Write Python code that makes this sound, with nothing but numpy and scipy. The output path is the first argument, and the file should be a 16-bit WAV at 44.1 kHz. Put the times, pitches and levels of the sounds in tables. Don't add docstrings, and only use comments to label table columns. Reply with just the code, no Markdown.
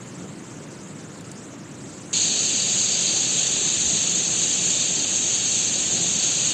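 import sys
import numpy as np
from scipy import signal
from scipy.fft import rfft, irfft, next_fast_len
from scipy.io import wavfile

SR = 44100
rng = np.random.default_rng(int(sys.argv[2]) if len(sys.argv) > 2 else 0)


def to_wav(sig):
    pcm = np.clip(np.atleast_2d(sig), -1, 1) * 32767
    pcm = np.round(pcm).astype(np.int16)
    wavfile.write(sys.argv[1], SR, pcm.T)


N = 287973
SWITCH_S = 2.1295
CUTOFF_HZ = 15400


# lower_edge_hz [Hz], centre_level_db [dB per Hz, relative],
# rise_db [dB across the band]
ZOOM_BANDS = [(2176, -14, 5.5), (2800, -9, 4), (4772, -16.5, 5.5), (6042, -2, 3), (6860, -4.5, -1),
              (7710, -13.5, -1.5), (8558, -35.5, -7.5), (9700, -55, -16), (11520, -48, -7),
              (13800, -56, -19)]


def spray(fizz, edge_hz):
    lower_edges = [low for low, _, _ in ZOOM_BANDS]
    upper_edges = lower_edges[1:] + [CUTOFF_HZ]
    corners = [(1600, -66)]
    for (low, centre_db, rise_db), high in zip(ZOOM_BANDS, upper_edges):
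        corners.append((low + edge_hz, centre_db - rise_db / 2))
        corners.append((high - edge_hz, centre_db + rise_db / 2))
    hiss = coloured(fizz, corners)
    splashing = filtered(hiss, lambda hz: 1 / (1 + (hz / 5400) ** 40))
    mist = hiss - splashing
    splash_db, mist_db = spray_levels()
    return from_db(splash_db) * rms_one(splashing) + from_db(mist_db) * rms_one(mist)


# time_s [s], lift_db [dB]
SPRAY_SWELL = [(2.13, 0), (3.4, -.1), (4.2, 0.1), (4.75, 0.8), (4.98, -0.8), (5.45, 0.8), (5.8, -0.55),
               (6.5, 0.85)]
SPLASH_DB, SPLASH_EXTRA_DB = -28.9, 1.0
SPLASH_EASES_S, SPLASH_EASE_LENGTH_S = 3.03, 0.48
MIST_DB = -22.87
SPRAY_FLICKER_DB, SPRAY_FLICKER_CORNER_HZ = 0.35, 6


def spray_levels():
    swell_db, = in_time(SPRAY_SWELL)
    eased = np.clip((seconds() - SPLASH_EASES_S) / SPLASH_EASE_LENGTH_S, 0, 1)
    splash_base_db = SPLASH_DB + SPLASH_EXTRA_DB * (1 - eased)
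    splash_db = splash_base_db + swell_db + SPRAY_FLICKER_DB * drift(SPRAY_FLICKER_CORNER_HZ)
    mist_db = MIST_DB + swell_db + SPRAY_FLICKER_DB * drift(SPRAY_FLICKER_CORNER_HZ)
    return splash_db, mist_db


# time_s [s], centre_hz [Hz], lift_db [dB]
BRIGHT_PATCH = [(2.13, 4200, 4), (2.75, 4800, 2.5), (3.05, 4630, 4), (3.4, 3700, 2.5), (4.2, 3720, 0.5)]


def fizzing(drops_per_s, drop_spread_db, drops_db):
    far_hiss = rng.standard_normal(N)
    fizz = far_hiss + from_db(drops_db) * grains(drops_per_s, drop_spread_db)
    when, centre_hz, lift_db = np.transpose(BRIGHT_PATCH)

    def bright_patch(hz, s):
        offset_hz = hz - np.interp(s, when, centre_hz)
        return np.interp(s, when, lift_db) * np.exp(-(offset_hz / 550) ** 2)
    return reshaped(suppressed(fizz), bright_patch, size=1024)


SUPPRESS_BELOW_DB, SUPPRESS_DEPTH_DB = -3, 20
SUPPRESS_FROM_HZ, SUPPRESS_FULL_HZ = 2800, 4200


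def suppressed(x):
    hz, _, frames = signal.stft(x, SR, nperseg=1152, noverlap=864)
    power = np.abs(frames) ** 2
    threshold = power.mean(axis=1, keepdims=True) * from_db(SUPPRESS_BELOW_DB) ** 2
    over = power / threshold
    depth = np.interp(hz, [SUPPRESS_FROM_HZ, SUPPRESS_FULL_HZ], [0, 1])
    shut = from_db(-SUPPRESS_DEPTH_DB * depth)[:, None]
    openness = over ** 3 / (1 + over ** 3)
    gain = shut + (1 - shut) * openness
    return signal.istft(frames * gain, SR, nperseg=1152, noverlap=864)[1][:N]


# [dB per Hz, relative]
ROAR_WIDE = [(13, -77), (22, -47), (50, -19), (75, -19), (86, -10.5), (135, -1.5), (216, -3), (240, -8),
             (277, -3), (366, -7), (395, -11), (539, -12.5), (670, -17), (900, -24), (1170, -51),
             (1980, -120)]
ROAR_ZOOMED = [(13, -64), (22, -45), (54, -43), (71, -13), (92, -7.5), (171, 0.5), (248, -4), (272, -3.5),
               (344, -5), (421, -7), (462, -9.5), (515, -7.5), (610, -11.5), (735, -12), (900, -17.5),
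               (1170, -51), (1980, -120)]
# centre_hz [Hz], width_hz [Hz], gain_db [dB]
ROAR_PEAKS = [(71, 6, 8), (81.6, 7.7, -18), (99.5, 3.1, 3), (187, 3.8, 2.5)]
# centre_s [s], lift_db [dB]
WAVES = [(0.24, 2.6), (3.2, 1.4), (3.92, 2.0), (5.99, 2.8)]
WAVE_HALF_S = 0.072
ROAR_WIDE_DB, ROAR_ZOOMED_DB = -39, -36.32


def roar(zoomed):
    clouds = bubbles(per_s=700, low_hz=64.8, high_hz=787, cycles=7.8, spread_db=2.5, count=22)
    water = rng.standard_normal(N) + from_db(-19.5) * clouds

    def peaks(hz):
        return from_db(sum(db * np.exp(-((hz - at) / width) ** 2) for at, width, db in ROAR_PEAKS))
    water = filtered(water, peaks)
    waves_db = sum(db * np.exp(-((seconds() - s) / WAVE_HALF_S) ** 2) for s, db in WAVES)
    wide = from_db(ROAR_WIDE_DB + waves_db) * coloured(water, ROAR_WIDE)
    close = from_db(ROAR_ZOOMED_DB + waves_db) * coloured(water, ROAR_ZOOMED)
    return wide * (1 - zoomed) + close * zoomed


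# [dB per Hz, relative]
WASH_WIDE = [(600, -15), (900, -2), (1400, -2.5), (2000, -6.5), (3200, -9.5), (5000, -16.5), (8000, -22.5),
             (10500, -27), (12500, -34), (15500, -35)]
WASH_ZOOMED = [(600, -0.5), (880, 0.5), (1100, 0.5), (1500, 2), (1830, 4), (2060, 1.5), (2300, -3.5),
               (3000, -34)]
# time_s [s], lift_db [dB]
GURGLE_SWELL = [(0.0, 0.9), (1.1, -0.2), (2.1, 0), (2.55, -0.7), (3.2, 0.7), (4.55, 0.2), (5.05, -.6),
                (6.3, .5)]
GURGLE_WIDE_DB, GURGLE_ZOOMED_DB = -48.5, -43


def gurgle(zoomed):
    near = bubbles(per_s=1400, low_hz=625, high_hz=3190, cycles=46, spread_db=2.5, count=40)
    water = rng.standard_normal(N) + from_db(-11.5) * near
    swell_db, = in_time(GURGLE_SWELL)
    wide = from_db(GURGLE_WIDE_DB + swell_db) * coloured(water, WASH_WIDE)
    close = from_db(GURGLE_ZOOMED_DB + swell_db) * coloured(water, WASH_ZOOMED)
    return wide * (1 - zoomed) + close * zoomed


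# [dB per Hz, relative]
SIZZLE = [(2500, -30), (3600, -2.5), (4500, -1), (5500, 0), (6300, 5), (7000, 2), (7700, 1), (8300, -4.5),
          (9000, -13.5), (9700, -15.5), (11000, -38), (13000, -50)]


def sizzle(gap_db, full_bias):
    def flutter(hz, s):
        bias = full_bias * np.clip((hz - 6000) / 1000, 0, 1)
        chance = patches(hz, s, width_hz=620, life_s=.0095) + bias
        return gap_db * (1 - np.tanh(2 * chance)) / 2
    fizz = coloured(reshaped(rng.standard_normal(N), flutter, size=256), SIZZLE)
    lower = filtered(fizz, lambda hz: 1 / (1 + (hz / 6800) ** 30))
    upper = fizz - lower
    lower_db, upper_db = sizzle_levels()
    return from_db(lower_db) * rms_one(lower) + from_db(upper_db) * rms_one(upper)


# [dB, before a trim of -0.3 dB]
SIZZLE_SWELL = [(0.0, -48.5), (0.6, -51), (1.38, -48.5), (1.6, -53), (1.9, -47.5), (2.11, -47.5)]
SIZZLE_LOWER_DB, SIZZLE_LOWER_FOLLOWS = -53, .3


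def sizzle_levels():
    swell_db, = in_time(SIZZLE_SWELL)
    swing_db = swell_db - swell_db[seconds() < SWITCH_S].mean()
    return SIZZLE_LOWER_DB + SIZZLE_LOWER_FOLLOWS * swing_db, swell_db - 0.3


# start_s [s], level_db [dB], length_s [s]
TICKS = [(1.2095, -42, .002), (1.315, -37, 0.004)]
# [dB per Hz, relative]
TICK_COLOUR = [(2000, -25), (4500, -5), (6000, -3), (7500, 5), (9500, -8), (13000, -18), (15500, -23)]


def ticks():
    t = seconds()
    bursts = sum(from_db(db) * ((t >= s) & (t < s + length)) for s, db, length in TICKS)
    return bursts * coloured(rng.standard_normal(N), TICK_COLOUR)


# centre_s [s], level_db [dB], half_length_s [s]
SURGES = [(2.35, -54, .05), (3.84, -41, .06), (5.88, -51, .04)]
# [dB per Hz, relative]
SURGE_COLOUR = [(20, -31), (50, -4), (75, 11), (110, -14), (200, -34), (600, -87)]


def surges():
    swell = sum(from_db(db) * np.exp(-((seconds() - s) / half) ** 2) for s, db, half in SURGES)
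    return swell * coloured(rng.standard_normal(N), SURGE_COLOUR)


def bubbles(per_s, low_hz, high_hz, cycles, spread_db, count):
    births = grains(per_s, spread_db)
    dealt = rng.integers(0, count, N)
    faint = 1e-12 * (np.arange(N) % 3)
    out = 0
    for k, hz in enumerate(np.geomspace(low_hz, high_hz, count)):
        radius = from_db(-60 * hz / (cycles * SR))
        angle = 2 * np.pi * hz / SR
        poles = [1, -2 * radius * np.cos(angle), radius * radius]
        rung = signal.lfilter([1, 0, -1], poles, births * (dealt == k) + faint)
        out = out + np.sqrt(hz) * rms_one(rung)
    return rms_one(out)


def grains(per_s, spread_db):
    sizes = from_db(spread_db * np.minimum(rng.exponential(1, N), 4))
    signs = rng.choice([-1, 1], N)
    return rms_one(sizes * signs * (rng.random(N) < per_s / SR))


def patches(hz, s, width_hz, life_s):
    field = rng.standard_normal((len(hz), len(s)))
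    steps = np.arange(-20, 21)
    across = np.exp(-(steps * hz[1, 0] / width_hz) ** 2)
    along = np.exp(-(steps * s[1] / life_s) ** 2)
    return rms_one(signal.fftconvolve(field, np.outer(across, along), "same"))


def drift(corner_hz):
    r = np.exp(-2 * np.pi * corner_hz * 40 / SR)
    noise = rng.standard_normal(N // 40 + 2002)
    slow = signal.lfilter([1], [1, -2 * r, r * r], noise)[2000:]
    return np.interp(np.arange(N) / 40, np.arange(len(slow)), rms_one(slow))


def reshaped(x, gain_db_at, size):
    overlap = size * 3 // 4
    hz, s, frames = signal.stft(x, SR, nperseg=size, noverlap=overlap)
    shaped = frames * from_db(gain_db_at(hz[:, None], s))
    return signal.istft(shaped, SR, nperseg=size, noverlap=overlap)[1][:N]


def coloured(x, points):
    at, level = np.transpose(points)
    return rms_one(filtered(x, lambda hz: from_db(np.interp(np.log(hz), np.log(at), level))))


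def filtered(x, gain_at):
    size = next_fast_len(N, real=True)
    hz = np.maximum(np.arange(size // 2 + 1) * SR / size, 1)
    return irfft(rfft(x, size) * gain_at(hz), size)[:N]


def in_time(rows):
    s, *columns = np.transpose(rows)
    return [np.interp(seconds(), s, c) for c in columns]


def seconds():
    return np.arange(N) / SR


def from_db(db):
    return 10 ** (np.asarray(db) / 20)


def rms_one(x):
    return x / np.sqrt(np.mean(x ** 2) + 1e-20)


def scene():
    zoomed = np.clip((seconds() - SWITCH_S) / .0005, 0, 1)
    fizz = fizzing(drops_per_s=6000, drop_spread_db=1.5, drops_db=-3.5)
    loud_spray = spray(fizz, edge_hz=94)
    river = roar(zoomed) + gurgle(zoomed) + surges()
    faint_foam = sizzle(gap_db=-12.0, full_bias=0.6) + ticks()
    return (river + faint_foam * (1 - zoomed) + loud_spray * zoomed)[None]


def record(dry):
    rumble_cut = signal.butter(2, 48, "high", fs=SR, output="sos")
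    top_cut = signal.ellip(10, .1, 80, CUTOFF_HZ, fs=SR, output="sos")
    return signal.sosfilt(top_cut, signal.sosfilt(rumble_cut, dry))


dry = scene()
out = record(dry)
to_wav(out)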